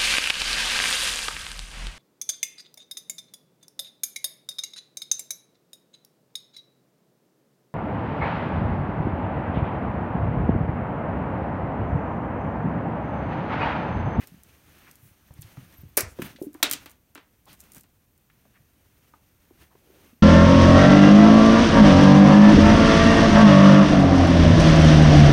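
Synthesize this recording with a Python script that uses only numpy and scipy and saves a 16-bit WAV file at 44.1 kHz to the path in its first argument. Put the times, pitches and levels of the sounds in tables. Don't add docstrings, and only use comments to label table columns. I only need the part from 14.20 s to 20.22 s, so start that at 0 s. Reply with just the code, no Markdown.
import sys
import numpy as np
from scipy import signal
from scipy.fft import rfft, irfft
from scipy.io import wavfile

SR = 44100
rng = np.random.default_rng(int(sys.argv[2]) if len(sys.argv) > 2 else 0)


def unload_wav(signal):
    wavfile.write(
        sys.argv[1],
        SR,
        np.round(np.clip(np.atleast_2d(signal).T, -1, 1) * 32767).astype(np.int16),
    )


N = 265570
TIME = np.arange(N) / SR
SHORT = TIME[:SR // 2]


def amp(db):
    return 10 ** (np.asarray(db) / 20)


def unit(x):
    return x / np.sqrt(np.mean(x ** 2) + 1e-20)


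def read(points, hz):
    freqs, values = np.transpose(points)
    return np.interp(np.log(hz + 1), np.log(freqs + 1), values)


def add(mix, s, sound):
    part = mix[max(round(s * SR), 0):][:len(sound)]
    part += sound[:len(part)]


def noise(spectrum):
    gain = amp(read(spectrum, np.fft.rfftfreq(N, 1 / SR)))
    return unit(irfft(rfft(rng.standard_normal(N)) * gain, N))


def wander(rate_hz):
    gain = np.exp(-(np.fft.rfftfreq(N, 1 / SR) / rate_hz) ** 2)
    return unit(irfft(rfft(rng.standard_normal(N)) * gain, N))


def band(x, hz, spread, order=1):
    edges = np.minimum([hz / spread, hz * spread], [.4 * SR, .47 * SR])
    return signal.sosfilt(signal.butter(order, edges, "band", fs=SR, output="sos"), x)


def colour(x, spectrum, size=2048):
    log_gain = np.log(amp(read(spectrum, abs(np.fft.fftfreq(size, 1 / SR)))))
    taps = np.fft.ifft(np.exp(np.conj(signal.hilbert(log_gain)))).real
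    return signal.fftconvolve(x, taps / np.linalg.norm(taps))[:len(x)]


def room_air(level_db=-65.5):
    # (frequency [Hz], relative level [dB])
    air_spectrum = [(15, -30), (30, -10.5), (70, -3), (125, -6), (190, -9.5), (300, -15), (600, -21.5),
                    (1400, -30), (3000, -32), (5000, -35.5), (9000, -32), (10400, -35.5), (13000, -26),
                    (16000, -28.5)]
    return amp(level_db) * noise(air_spectrum)


def room_tail(build_s=0.0013):
    # (frequency [Hz], t60 [s])
    decay_times = [(80, 0.42), (300, 0.31), (1000, 0.28), (2500, 0.25), (6000, 0.19), (15000, 0.076)]
    hz, t, bins = signal.stft(rng.standard_normal(len(SHORT)), SR, nperseg=256)
    decay = amp(-60 * t / read(decay_times, hz)[:, None])
    tail = signal.istft(bins * decay, SR, nperseg=256)[1][:len(SHORT)]
    tail *= 1 - np.exp(-SHORT / build_s)
    return tail / np.linalg.norm(tail)


def rustle(rub_db=-63, swish_db=-65, fizz_db=-64.5, easy_pace_db=-66, uneven_db=1.5, snags_per_s=500):
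    # (time [s], drive [dB])
    pace = [(0, -58), (.16, -68.5), (.3, -65.5), (.66, -62.5), (.78, -68), (1.07, -69.5), (1.26, -61.5),
            (1.54, -63.5), (1.72, -70), (2.1, -66), (2.32, -71), (2.64, -59), (2.79, -78), (3.97, -80),
            (4.2, -72.5), (4.56, -75.5), (4.84, -70), (5.03, -73.5), (5.85, -72), (6.02, -79.5)]
    # (centre time [s], time to fade by 9 dB [s], peak drive [dB])
    brushes = [(0.039, -0.01, -55.5), (1.53, 0.05, -65.5), (2.06, 0.0728, -51), (3.315, .04, -60),
               (3.47, 0.08, -64.5), (3.571, 0.0271, -60), (5.422, 0.03, -59), (5.802, 0.15, -65.5)]
    # (frequency [Hz], relative level [dB])
    rub_spectrum = [(25, -16.5), (70, 6), (130, -1.5), (300, -2), (450, -11), (800, -16.5), (2000, -45.5)]
    swish_spectrum = [(200, -18), (600, -1.5), (1400, 0.5), (2600, -0.5), (4500, -7.5), (8000, -21.5),
                      (16000, -35.5)]
    fizz_spectrum = [(1500, -18), (4500, -7.5), (6200, 2), (7600, -5.5), (9300, 1.5), (10400, -4.5),
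                     (12000, 2), (15500, 0)]
    brushing = sum(amp(db) * np.exp(-((TIME - s) / fade) ** 2) for s, fade, db in brushes)
    motion = np.hypot(amp(np.interp(TIME, *np.transpose(pace))), brushing)
    pressure = motion * amp(uneven_db * wander(rate_hz=25) - easy_pace_db)
    snags = (rng.random(N) < snags_per_s / SR) * rng.choice([-1, 1], N)
    snags = snags * amp(9 * np.minimum(rng.exponential(1, N), 4))
    fibres = unit(noise(fizz_spectrum) + 0.24 * unit(colour(snags, fizz_spectrum)))
    rub = amp(rub_db) * pressure ** 0.92 * noise(rub_spectrum)
    swish = amp(swish_db) * pressure * noise(swish_spectrum)
    fizz = amp(fizz_db) * pressure ** 0.8 * fibres
    return rub + swish + fizz


def slides(strokes, spread):
    out = np.zeros(N)
    for s, length, db, hz in strokes:
        swell = signal.windows.hann(min(int(length * SR), len(SHORT)))
        friction = unit(band(rng.standard_normal(len(SHORT)), hz, spread, order=2))
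        add(out, s - length / 2, amp(db) * swell * friction[:len(swell)])
    return out


def scuffs():
    # (centre time [s], length [s], rms at the crest [dB], band centre [Hz])
    slips = [(.01, 0.047, -52, 1960), (.62, .25, -64.5, 1870), (.68, 0.065, -54.5, 1630),
             (.86, 0.2, -59.5, 13600), (1.215, 0.022, -50.5, 14100), (1.9, 0.14, -59, 7550),
             (2.058, 0.06, -46, 15200), (2.068, .07, -52.5, 2210), (2.238, 0.1, -51.5, 14500),
             (3.279, .04, -55, 739), (3.307, .12, -59.5, 3520), (4.364, .073, -63.5, 1693),
             (5.522, 0.062, -63, 845), (5.75, 0.45, -62.5, 381.5)]
    return slides(slips, spread=1.46)


def squeaks():
    # (centre time [s], length [s], rms at the crest [dB], pitch [Hz])
    drags = [(1.543, .015, -59, 14100), (1.58, 0.041, -56, 12700), (1.614, .03, -56, 14250),
             (1.694, .035, -62, 14500)]
    return slides(drags, spread=1.05)


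def thud(db, hz, t60, rise_cycles=0.36, shudder_db=-14, shudder_cycles=30):
    swell = 1 - np.exp(-(SHORT * hz / rise_cycles) ** 2)
    envelope = swell * amp(-60 * SHORT / t60)
    tone = envelope / envelope.max() * np.sin(2 * np.pi * hz * SHORT)
    shudder = unit(band(rng.standard_normal(len(SHORT)), 0.98 * hz, spread=1.5, order=4))
    shudder *= swell * amp(-60 * SHORT * hz / shudder_cycles)
    return amp(db) * (tone + amp(shudder_db) * shudder)


def paws(wet_db=-16):
    # (time [s], peak level [dB], pitch of the surface [Hz], t60 [s])
    footfalls = [(.119, -42, 170, .066), (0.142, -39, 190, .03), (0.828, -46, 110, .15),
                 (.85, -48, 134, .09), (0.913, -49, 116, .035), (1.107, -37, 99, .035),
                 (1.189, -34, 101, .045), (1.244, -39.5, 108, .09), (1.374, -33.5, 127.5, .13),
                 (1.378, -45, 270, 0.065), (1.424, -45, 170, .08), (1.586, -42, 80, .08),
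                 (1.632, -35.5, 135, .075), (1.648, -39.5, 89, .11), (1.775, -18.5, 435, .03),
                 (1.779, -28.5, 590, .07), (1.829, -32, 102, .13), (1.868, -37, 71, .07),
                 (1.988, -31.5, 475, .04), (1.995, -19.5, 270, .012), (2.022, -24, 210, .036),
                 (2.152, -42, 242, .033), (2.187, -43.5, 547, .045), (2.216, -20.5, 323, .025),
                 (2.233, -35, 400, .1), (2.268, -29, 291, .11), (2.35, -37, 315, .06),
                 (2.429, -23.5, 287, .085), (2.517, -47, 128, .06), (2.548, -38, 290, .07),
                 (3.564, -43.5, 165, .04), (4.253, -53, 190, .03), (4.401, -51, 130, .05),
                 (5.309, -43, 331, .03), (5.552, -47.5, 392, .037), (5.701, -45.5, 374, .032),
                 (5.929, -46.5, 232, .07)]
    out = np.zeros(N)
    for s, db, hz, t60 in footfalls:
        add(out, s, thud(db, hz, t60))
    return out + amp(wet_db) * signal.fftconvolve(out, room_tail())[:N]


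def contact(t60, scatter_db, wet_db, echo_db=-12, echoes=4):
    hit = rng.standard_normal(len(SHORT)) * amp(-60 * SHORT / t60)
    hit *= amp(scatter_db) / np.linalg.norm(hit)
    hit[0] = 1
    delays = (rng.uniform(.0005, .006, echoes) * SR).astype(int)
    hit[delays] += amp(echo_db) * rng.choice([-1, 1], echoes)
    return hit / np.linalg.norm(hit) + amp(wet_db) * room_tail()


def boards():
    # (frequency [Hz], relative level [dB], t60 [s])
    modes = [(596, -8.5, 0.28), (1416, -7.5, 0.21), (1470, -10.5, 0.29), (1790, -10.5, .25),
             (2315, -4, .22), (2494, -6.5, 0.14), (2640, -6.5, .27), (2773, -8, .3), (2974, -8, .21),
             (3430, -6.5, .3), (3130, -3, .2), (3660, -8.5, .2), (3900, -6.5, 0.15), (3850, -1.5, 0.22),
             (5300, -10.5, .12)]
    ring = sum(amp(db - 60 * SHORT / t60) * np.sin(2 * np.pi * (hz * SHORT + rng.random()))
               for hz, db, t60 in modes)
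    return ring / np.linalg.norm(ring)


def knocks(gain_db=13, boards_db=-6, boom_db_per_octave=-6):
    # (time [s], relative level [dB], band centre [Hz], surface [0 padded to 1 bare wood])
    taps = [(1.107, -43.5, 657, 0.16), (1.227, -40.5, 3260, .2), (1.371, -39, 890, 0.5),
            (1.632, -40, 298, 0.12), (1.9888, -33, 700, 0.85), (2.0196, -21.5, 1850, 0.2),
            (2.1615, -38, 2600, .3), (2.348, -37, 1050, 0.15), (2.403, -41.5, 726, .1),
            (2.5141, -18.5, 2970, 0.98), (2.5346, -18, 2900, 0.75), (2.6594, -31, 1280, 1),
            (2.9555, -30, 1000, 0.84), (2.9769, -33.5, 1090, 0.92), (3.64, -49, 1200, 0.82),
            (4.1, -47, 1686, 0.25), (4.252, -47, 680, 0.24), (4.9377, -37.5, 1000, 0.05),
            (5.306, -48, 550, 0.22), (5.552, -48, 1018, 0.2)]
    out = np.zeros(N)
    for s, db, hz, wood in taps:
        spread = np.interp(wood, [0, 1], [1.25, 2.7])
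        wet_db = np.interp(wood, [0, 1], [-12, -4.5])
        boom_db = np.interp(wood, [0, 1], [-23, -11.5])
        boom_db += boom_db_per_octave * np.log2(hz / 1000)
        tap = band(contact(t60=.045, scatter_db=5, wet_db=wet_db), hz, spread, order=2)
        ring = amp(wet_db + boards_db) * band(boards(), hz, spread)
        add(out, s, amp(db + gain_db) * (tap / np.linalg.norm(tap) + ring))
        add(out, s, thud(db + boom_db, hz=290, t60=.06))
    return out


def claws(gain_db=5, ticks_per_s=70, spread_db=8):
    # (time [s], relative level [dB])
    accents = [(.0728, -26), (.2348, -31), (.713, -28.5), (.756, -32), (1.1394, -36), (1.2206, -23),
               (1.7704, 0), (1.7735, 2), (1.7761, .5), (1.8071, -2), (2.0197, -21), (2.0235, -19),
               (2.2258, -26.5), (2.3316, -36), (2.3429, -30), (2.431, 2), (2.498, -16), (2.5126, -1.5),
               (2.5268, -7), (2.534, -6.5), (2.6597, -25.5), (2.715, -32.5), (2.9505, -26), (3.256, -38),
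               (3.3305, -30), (3.4047, -24.5), (3.413, -32.5), (3.5197, -27), (3.5477, -27), (3.5677, -29),
               (3.5815, -30), (3.978, -42)]
    # (start [s], length [s], relative level [dB])
    scrabbles = [(2.664, 0.057, -41.5), (3.294, .15, -42), (3.48, 0.16, -36.5)]
    # (frequency [Hz], relative level [dB])
    tick_spectrum = [(500, -26.5), (3000, -14), (6000, -4.5), (9600, 1), (10500, -5.5), (12000, 1.5),
                     (15500, -1)]
    ticks = list(accents)
    for start, length, db in scrabbles:
        draws = rng.random((40, 2))[:round(length * ticks_per_s)]
        ticks += [(start + length * when, db + spread_db * (2 * size - 1)) for when, size in draws]
    out = np.zeros(N)
    for s, db in ticks:
        tick = contact(t60=.011, scatter_db=1, wet_db=-9.5)
        add(out, s, amp(db + gain_db) * tick / np.linalg.norm(tick))
    return colour(out, tick_spectrum)


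def strikes(boards_db=-11):
    # (time [s], level [dB], kind [0 leap, 1 landing])
    hits = [(1.7749, 1.5, 0), (1.776, 5.5, 0), (1.7793, -2, 0), (1.7878, -5, 0), (2.4286, 8.5, 1),
            (2.4304, 3, 1), (2.4318, 5, 1)]
    # (frequency [Hz], relative level [dB])
    leap_spectrum = [(100, -14.5), (300, -9), (450, -3.5), (620, -5), (850, -13), (1200, -7.5), (1800, -5),
                     (2400, -6), (3200, -18.5), (4300, -15.5), (5700, -6.5), (7500, -21), (9900, -6),
                     (15500, -11.5)]
    landing_spectrum = [(100, -21.5), (250, -6.5), (420, -4), (520, -10), (650, -5), (800, -9), (1400, -6),
                        (2300, -2), (2800, -6), (3700, 0), (5200, -7.5), (7000, -10), (10000, -14.5),
                        (15500, -15)]
    out = np.zeros(N)
    for s, db, lands in hits:
        if lands:
            crack = colour(contact(t60=.025, scatter_db=1.5, wet_db=-7.5), landing_spectrum)
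            blow = crack + amp(boards_db) * boards()
        else:
            blow = colour(contact(t60=.071, scatter_db=3, wet_db=-4), leap_spectrum)
        add(out, s, amp(db) * blow)
    return out


def scene():
    mix = paws() + scuffs() + squeaks() + rustle() + strikes() + knocks() + room_air() + claws()
    return mix[None]


def record(dry, cutoff_hz=15900):
    lowpass = signal.firwin(301, cutoff_hz, window=("kaiser", 8), fs=SR)
    return signal.oaconvolve(dry, lowpass[None], "same")


dry = scene()
out = record(dry)
unload_wav(out)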